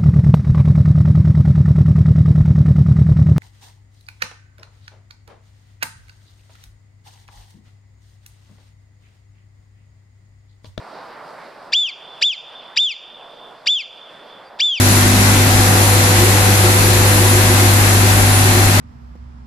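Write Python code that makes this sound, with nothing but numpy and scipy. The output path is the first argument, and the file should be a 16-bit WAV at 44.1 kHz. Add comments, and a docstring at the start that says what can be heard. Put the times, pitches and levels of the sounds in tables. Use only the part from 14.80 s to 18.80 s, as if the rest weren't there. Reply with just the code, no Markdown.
"""A deep hum, singing notes and a rush of steam, all at once: a steam turbine runs in a metal shed.
The generator hums, the fast shaft sings, and steam roars, hisses and whistles through casing and pipes.
Echoes make loud and quiet spots in the shed (standing waves). As the hand-held microphone moves
through them, two thin whines from blades and gears fade in and out, differently in each ear.
A faint note sits behind it all, and a narrow band of the roar near 355 Hz flickers in loudness."""
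import sys
import numpy as np
from scipy.fft import rfft, irfft
from scipy.io import wavfile

SR = 44100
rng = np.random.default_rng(int(sys.argv[2]) if len(sys.argv) > 2 else 0)


def generate_wav(sig):
    """Save sig (samples, or channels by samples) to the path in sys.argv[1] as 16-bit PCM at SR."""
    pcm = np.round(np.clip(np.atleast_2d(sig).T, -1, 1) * 32767).astype(np.int16)
    wavfile.write(sys.argv[1], SR, pcm)


N = 176400
TIME = np.arange(N) / SR
FREQS = np.maximum(np.arange(N // 2 + 1) * SR / N, 1)


def from_db(db):
    """Turn decibels into a number to multiply by."""
    return 10 ** (np.asarray(db) / 20)


def in_time(rows):
    """Join a table's points in time with straight lines: one curve for each column after the first."""
    times, *columns = np.transpose(rows)
    return np.array([np.interp(TIME, times, column) for column in columns])


def at_freqs(rows):
    """Read a table at every frequency, joining its points on a scale of octaves."""
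    hz, values = np.transpose(sorted(rows))
    return np.interp(np.log(FREQS), np.log(hz), values)


def pan(db):
    """Left and right gains that make the left ear louder by db."""
    gains = from_db(np.array([[.5], [-.5]]) * db)
    return gains / np.sqrt(np.mean(gains ** 2, axis=0))


def drift(rate_hz, channels=1):
    """A slow random wander around zero, typically of size 1."""
    keep_slow = 1 / (1 + (FREQS / rate_hz) ** 2) ** 2
    slow = irfft(rfft(rng.standard_normal((channels, N))) * keep_slow, N)
    slow = slow - slow.mean(axis=1, keepdims=True)
    return slow / slow.std(axis=1, keepdims=True)


def tone(hz, waver, rate_hz, channels=1, phase=0):
    """A pure note plus its echoes, whose sum wavers in strength and timing; average power 1."""
    wobble = 1 + waver * (drift(rate_hz, channels) + 1j * drift(rate_hz, channels))
    wobble = wobble / np.sqrt(np.mean(abs(wobble) ** 2, axis=1, keepdims=True))
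    cycles = hz * TIME + rng.random()
    return np.sqrt(2) * np.real(wobble * np.exp(2j * np.pi * cycles + 1j * phase))


# The hum's notes: multiple of the turning speed, level/dB, left minus right/dB, wavering share
HUM_NOTES = [(1, -32.5, 6, 0.21), (2, -13, 1.3, 0.009), (3, -37, 1, 0.24)]
# Their shared rise and fall: t/s, level change/dB
HUM_SWELL = [(0, -0.5), (.6, -.7), (2.1, -.5), (2.6, 0.1), (3.5, 0.5), (4, 0)]
# The note at four times the turning speed, loud only in places: t/s, level/dB
HUM_FOURTH = [(0, -30), (.4, -25), (.8, -41), (1.1, -54), (2.6, -41), (4, -39)]

def generator(turning_hz=49.93):
    """The generator hums deeply, strongest at twice its turning speed."""
    hum = sum(from_db(db) * pan(pan_db) * tone(multiple * turning_hz, waver, rate_hz=3.9)
              for multiple, db, pan_db, waver in HUM_NOTES)
    fourth = from_db(in_time(HUM_FOURTH)) * tone(4 * turning_hz, waver=0.16, rate_hz=2.9)
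    return from_db(in_time(HUM_SWELL)) * hum + fourth


# The shaft's three lowest notes along the microphone's path: t/s, left level/dB, right level/dB
SHAFT_FIRST = [(0.0, -18.5, -18), (0.22, -24, -25), (0.34, -20, -21.5), (1.26, -30, -27), (1.78, -44, -51),
               (1.9, -35.5, -37), (2.7, -22.5, -27), (2.86, -26, -29.5), (3.58, -24.5, -27.5),
               (3.99, -29, -26.5)]
SHAFT_SECOND = [(0.0, -33, -35), (0.3, -35, -42.0), (0.98, -27, -34), (1.24, -27, -26), (1.4, -26.5, -31.5),
                (2.44, -26, -27), (3.04, -37, -30.5), (3.44, -44, -32), (3.8, -41, -49), (3.99, -40, -44)]
SHAFT_THIRD = [(0, -32.5, -31), (.5, -35.5, -28.5), (.88, -31.5, -26), (1.2, -36.5, -28.5),
               (1.78, -31.5, -27.5), (2.28, -37, -30.5), (2.78, -28.5, -32), (2.98, -31, -36),
               (3.56, -27.5, -32.5), (4, -28, -35.5)]
# Its higher notes: multiple of the turning speed, level/dB
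SHAFT_OVERTONES = [(4, -38), (5, -49), (8, -41)]

def shaft(turning_hz=250.2):
    """The shaft sings at multiples of its speed, each note with its own loud and quiet spots."""
    low = sum(from_db(in_time(levels)) * tone(multiple * turning_hz, waver=0.041, rate_hz=16, channels=2)
              for multiple, levels in enumerate((SHAFT_FIRST, SHAFT_SECOND, SHAFT_THIRD), start=1))
    high = sum(from_db(db) * tone(multiple * turning_hz, waver=0.25, rate_hz=9.4, channels=2)
               for multiple, db in SHAFT_OVERTONES)
    return low + high


# The blade whine at the ears: t/s, left level/dB, right level/dB, likeness (1 in step, -1 opposite)
BLADE_WHINE = [(0.0, -31, -26, 0.1), (0.12, -24, -29, 0.7), (0.28, -29, -25, 0.4), (0.4, -33, -28, -0.2),
               (0.52, -26, -21, -0.6), (0.58, -24, -31, -0.8), (0.74, -26, -27, -0.6),
               (0.78, -24, -30, 0.5), (0.88, -29, -24, -0.7), (0.94, -30, -23, 0.7), (1.0, -30, -27, -0.1),
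               (1.04, -31, -18, -0.5), (1.1, -25, -27, 0.6), (1.2, -28, -30, 0.4), (1.24, -24, -24, 0.8),
               (1.36, -36, -27, 0.4), (1.46, -30, -24, 0.4), (1.5, -30, -27, -0.6), (1.6, -29, -24, 0.4),
               (1.68, -22, -30, -0.6), (1.74, -31, -28, -0.2), (1.78, -26, -24, 0.9),
               (1.92, -30, -19, -0.8), (2.02, -22, -21, -0.6), (2.1, -24, -28, 0.5), (2.24, -38, -30, -0.2),
               (2.28, -30, -23, 0.8), (2.36, -25, -25, 0.6), (2.4, -29, -31, -0.2), (2.44, -29, -24, 0.8),
               (2.5, -21, -21, 0.4), (2.54, -22, -30, 0.2), (2.76, -32, -26, -0.1), (2.88, -33, -30, 0.5),
               (3.06, -27, -31, -0.1), (3.16, -35, -30, 0.3), (3.26, -33, -35, -0.3), (3.38, -26, -26, 0.9),
               (3.58, -26, -21, 0.7), (3.7, -33, -26, -0.4), (3.76, -27, -23, -0.8), (3.82, -28, -31, 0.1),
               (3.92, -29, -27, -0.2), (3.99, -36, -32, -0.4)]

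def blade_whine(hz=9859, trim_db=-0.2):
    """The blades' short sound waves fade quickly at each ear and fall in and out of step."""
    left_db, right_db, likeness = in_time(BLADE_WHINE)
    ear_phases = np.arccos(np.clip(likeness, -1, 1)) * np.array([[.5], [-.5]])
    gains = from_db(np.array([left_db, right_db]) + trim_db)
    return gains * tone(hz, waver=0.14, rate_hz=34, channels=2, phase=ear_phases)


# The gear whine's rise and fall: t/s, level/dB
GEAR_WHINE = [(0, -39), (.9, -38.5), (1.15, -36), (1.45, -36), (1.9, -34), (2.2, -35), (2.45, -38.5),
              (2.95, -35.5), (3.3, -41), (4, -35)]

def gear_whine(hz=4132):
    """The gear teeth make a lower, fluttering whine, a little to the left."""
    return from_db(in_time(GEAR_WHINE)) * pan(db=3.5) * tone(hz, waver=0.6, rate_hz=18, channels=2)


# Steam's roar in pipes and shed, and its hiss in nozzles and valve: f/Hz, level/dB in each hertz
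ROAR = [(12, -51), (36, -45), (65, -46.5), (130, -49), (172, -46.5), (195, -42), (222, -50), (290, -46),
        (328, -46), (352, -43.5), (380, -42.5), (405, -50), (450, -52), (500, -54), (550, -49.5),
        (690, -51), (830, -48.5), (1000, -51.5), (1170, -52), (1500, -51), (2050, -51.5), (2350, -54),
        (2630, -53.5), (2950, -57)]
HISS = [(3600, -56), (4150, -55.5), (5000, -57), (5400, -59), (5850, -55), (6350, -58), (6800, -55.5),
        (7450, -55.5), (8100, -58), (8750, -60), (9300, -61.5), (9750, -54.5), (10300, -57.5), (10800, -57),
        (11400, -56.3), (12100, -55.5), (12500, -59), (13000, -72), (14000, -66), (15100, -80)]
# How alike the steam is in the two ears: f/Hz, likeness (1 the same, 0 unrelated)
STEAM_LIKENESS = [(30, 0.89), (100, 1), (200, 0.97), (370, 0.85), (690, 0.47), (1260, -0.2), (2300, 0.0056),
                  (14000, -0.054)]
# Which side the steam leans to: f/Hz, left minus right/dB
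STEAM_PAN = [(100, 2.5), (400, 1.5), (600, 1), (1200, 1.5), (2200, 3.5), (3300, 1), (5200, 1), (7200, 4),
             (9200, -2), (11500, 1), (14000, .1)]
# The rise and fall of five bands of the steam, low to high: t/s, level change/dB
RUMBLE_SWELL = [(0, -3.5), (.4, 3.5), (1.0, -1), (1.9, 1.5), (3.25, -2.5), (3.8, 0), (4, 5.5)]
BODY_SWELL = [(0, -1), (1.0, -1), (1.9, 0), (2.75, -1), (3.25, -1), (4, -2)]
HOLLOW_SWELL = [(0, -1.5), (.7, -.5), (1.0, 0.9), (1.9, -1.3), (2.4, 0), (2.8, 0.4), (3.25, 0),
                (3.75, -0.5)]
SIZZLE_SWELL = [(0, 1), (.7, -0.3), (1.3, -0.5), (2.2, -0.5), (2.8, -1.5), (3.3, -1.5), (4, -0.9)]
HISS_SWELL = [(0, 0), (.6, -1.3), (1.2, -0.5), (1.7, -0.5), (2.6, 0), (3.3, -0.5), (4, -2)]

def steam(flicker_db=0.5):
    """Flowing steam makes a smooth noise whose colour shifts a little as the microphone moves."""
    shared, opposed = rfft(rng.standard_normal((2, N)))
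    likeness = np.clip(at_freqs(STEAM_LIKENESS), -1, 1)
    noise = np.sqrt(1 + likeness) * shared + np.sqrt(1 - likeness) * opposed * [[1], [-1]]
    spectrum = noise * np.sqrt(SR) / 2 * from_db(at_freqs(ROAR + HISS)) * pan(at_freqs(STEAM_PAN))
    bands_hz = [90, 190, 350, 800, 1500, 3000, 5400, 11000]
    swells = {190: RUMBLE_SWELL, 350: BODY_SWELL, 800: HOLLOW_SWELL,
              5400: SIZZLE_SWELL, 11000: HISS_SWELL}
    flow = np.zeros((2, N))
    for centre in bands_hz:
        share = at_freqs([(hz, hz == centre) for hz in bands_hz])   # 1 here, 0 at the other centres
        swell_db = in_time(swells[centre]) if centre in swells else 0
        flow += irfft(spectrum * share, N) * from_db(swell_db + flicker_db * drift(rate_hz=12))
    return flow


# Faint steam whistles: f/Hz, width/Hz, level/dB
WHISTLES = [(2630, 60, -41), (5150, 60, -45), (7555, 35, -43), (10525, 30, -44), (11665, 45, -42),
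            (11964, 50, -39), (12219, 40, -42), (12379, 35, -43)]

def whistles():
    """Steam blows narrow bands of noise into ringing, like breath across a bottle."""
    power = sum(from_db(db) ** 2 / width / (1 + ((FREQS - hz) / width) ** 2) ** 2
                for hz, width, db in WHISTLES)
    return irfft(rfft(rng.standard_normal((2, N))) * np.sqrt(power * SR / np.pi), N)


def pump(hz=1100.8, level_db=-42):
    """A faint, wavering note, perhaps from the oil pump."""
    return from_db(level_db) * tone(hz, waver=0.86, rate_hz=2.9, channels=2)


# Moments when the roar near 355 Hz happens to be loudest: t/s, level/dB
FLICKER_PEAKS = [(.63, -27), (1.42, -26), (1.86, -22), (2.16, -23.5), (2.41, -24.5), (2.56, -27.5),
                 (2.72, -22.5), (2.84, -23.5), (3.76, -23)]

def roar_flicker(hz=356.8, half_peak_s=0.05):
    """A narrow band of the roar flickers by chance, played as a wavering tone with the listed peaks."""
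    loudness = sum(from_db(db) * np.exp(-((TIME - peak_s) / half_peak_s) ** 2)
                   for peak_s, db in FLICKER_PEAKS)
    return loudness * tone(hz, waver=0.087, rate_hz=25)


def scene():
    """The whole machine, heard from a few steps away."""
    turning_parts = generator() + shaft() + blade_whine() + gear_whine()
    return turning_parts + steam() + whistles() + pump() + roar_flicker()


def record(dry):
    """Flatten any peak that overloads, then cut the highest treble steeply."""
    cutoff_hz = 15150
    clipped = np.clip(dry, -1, 1)
    return irfft(rfft(clipped) / np.sqrt(1 + (FREQS / cutoff_hz) ** 300), N)


dry = scene()
out = record(dry)
generate_wav(out)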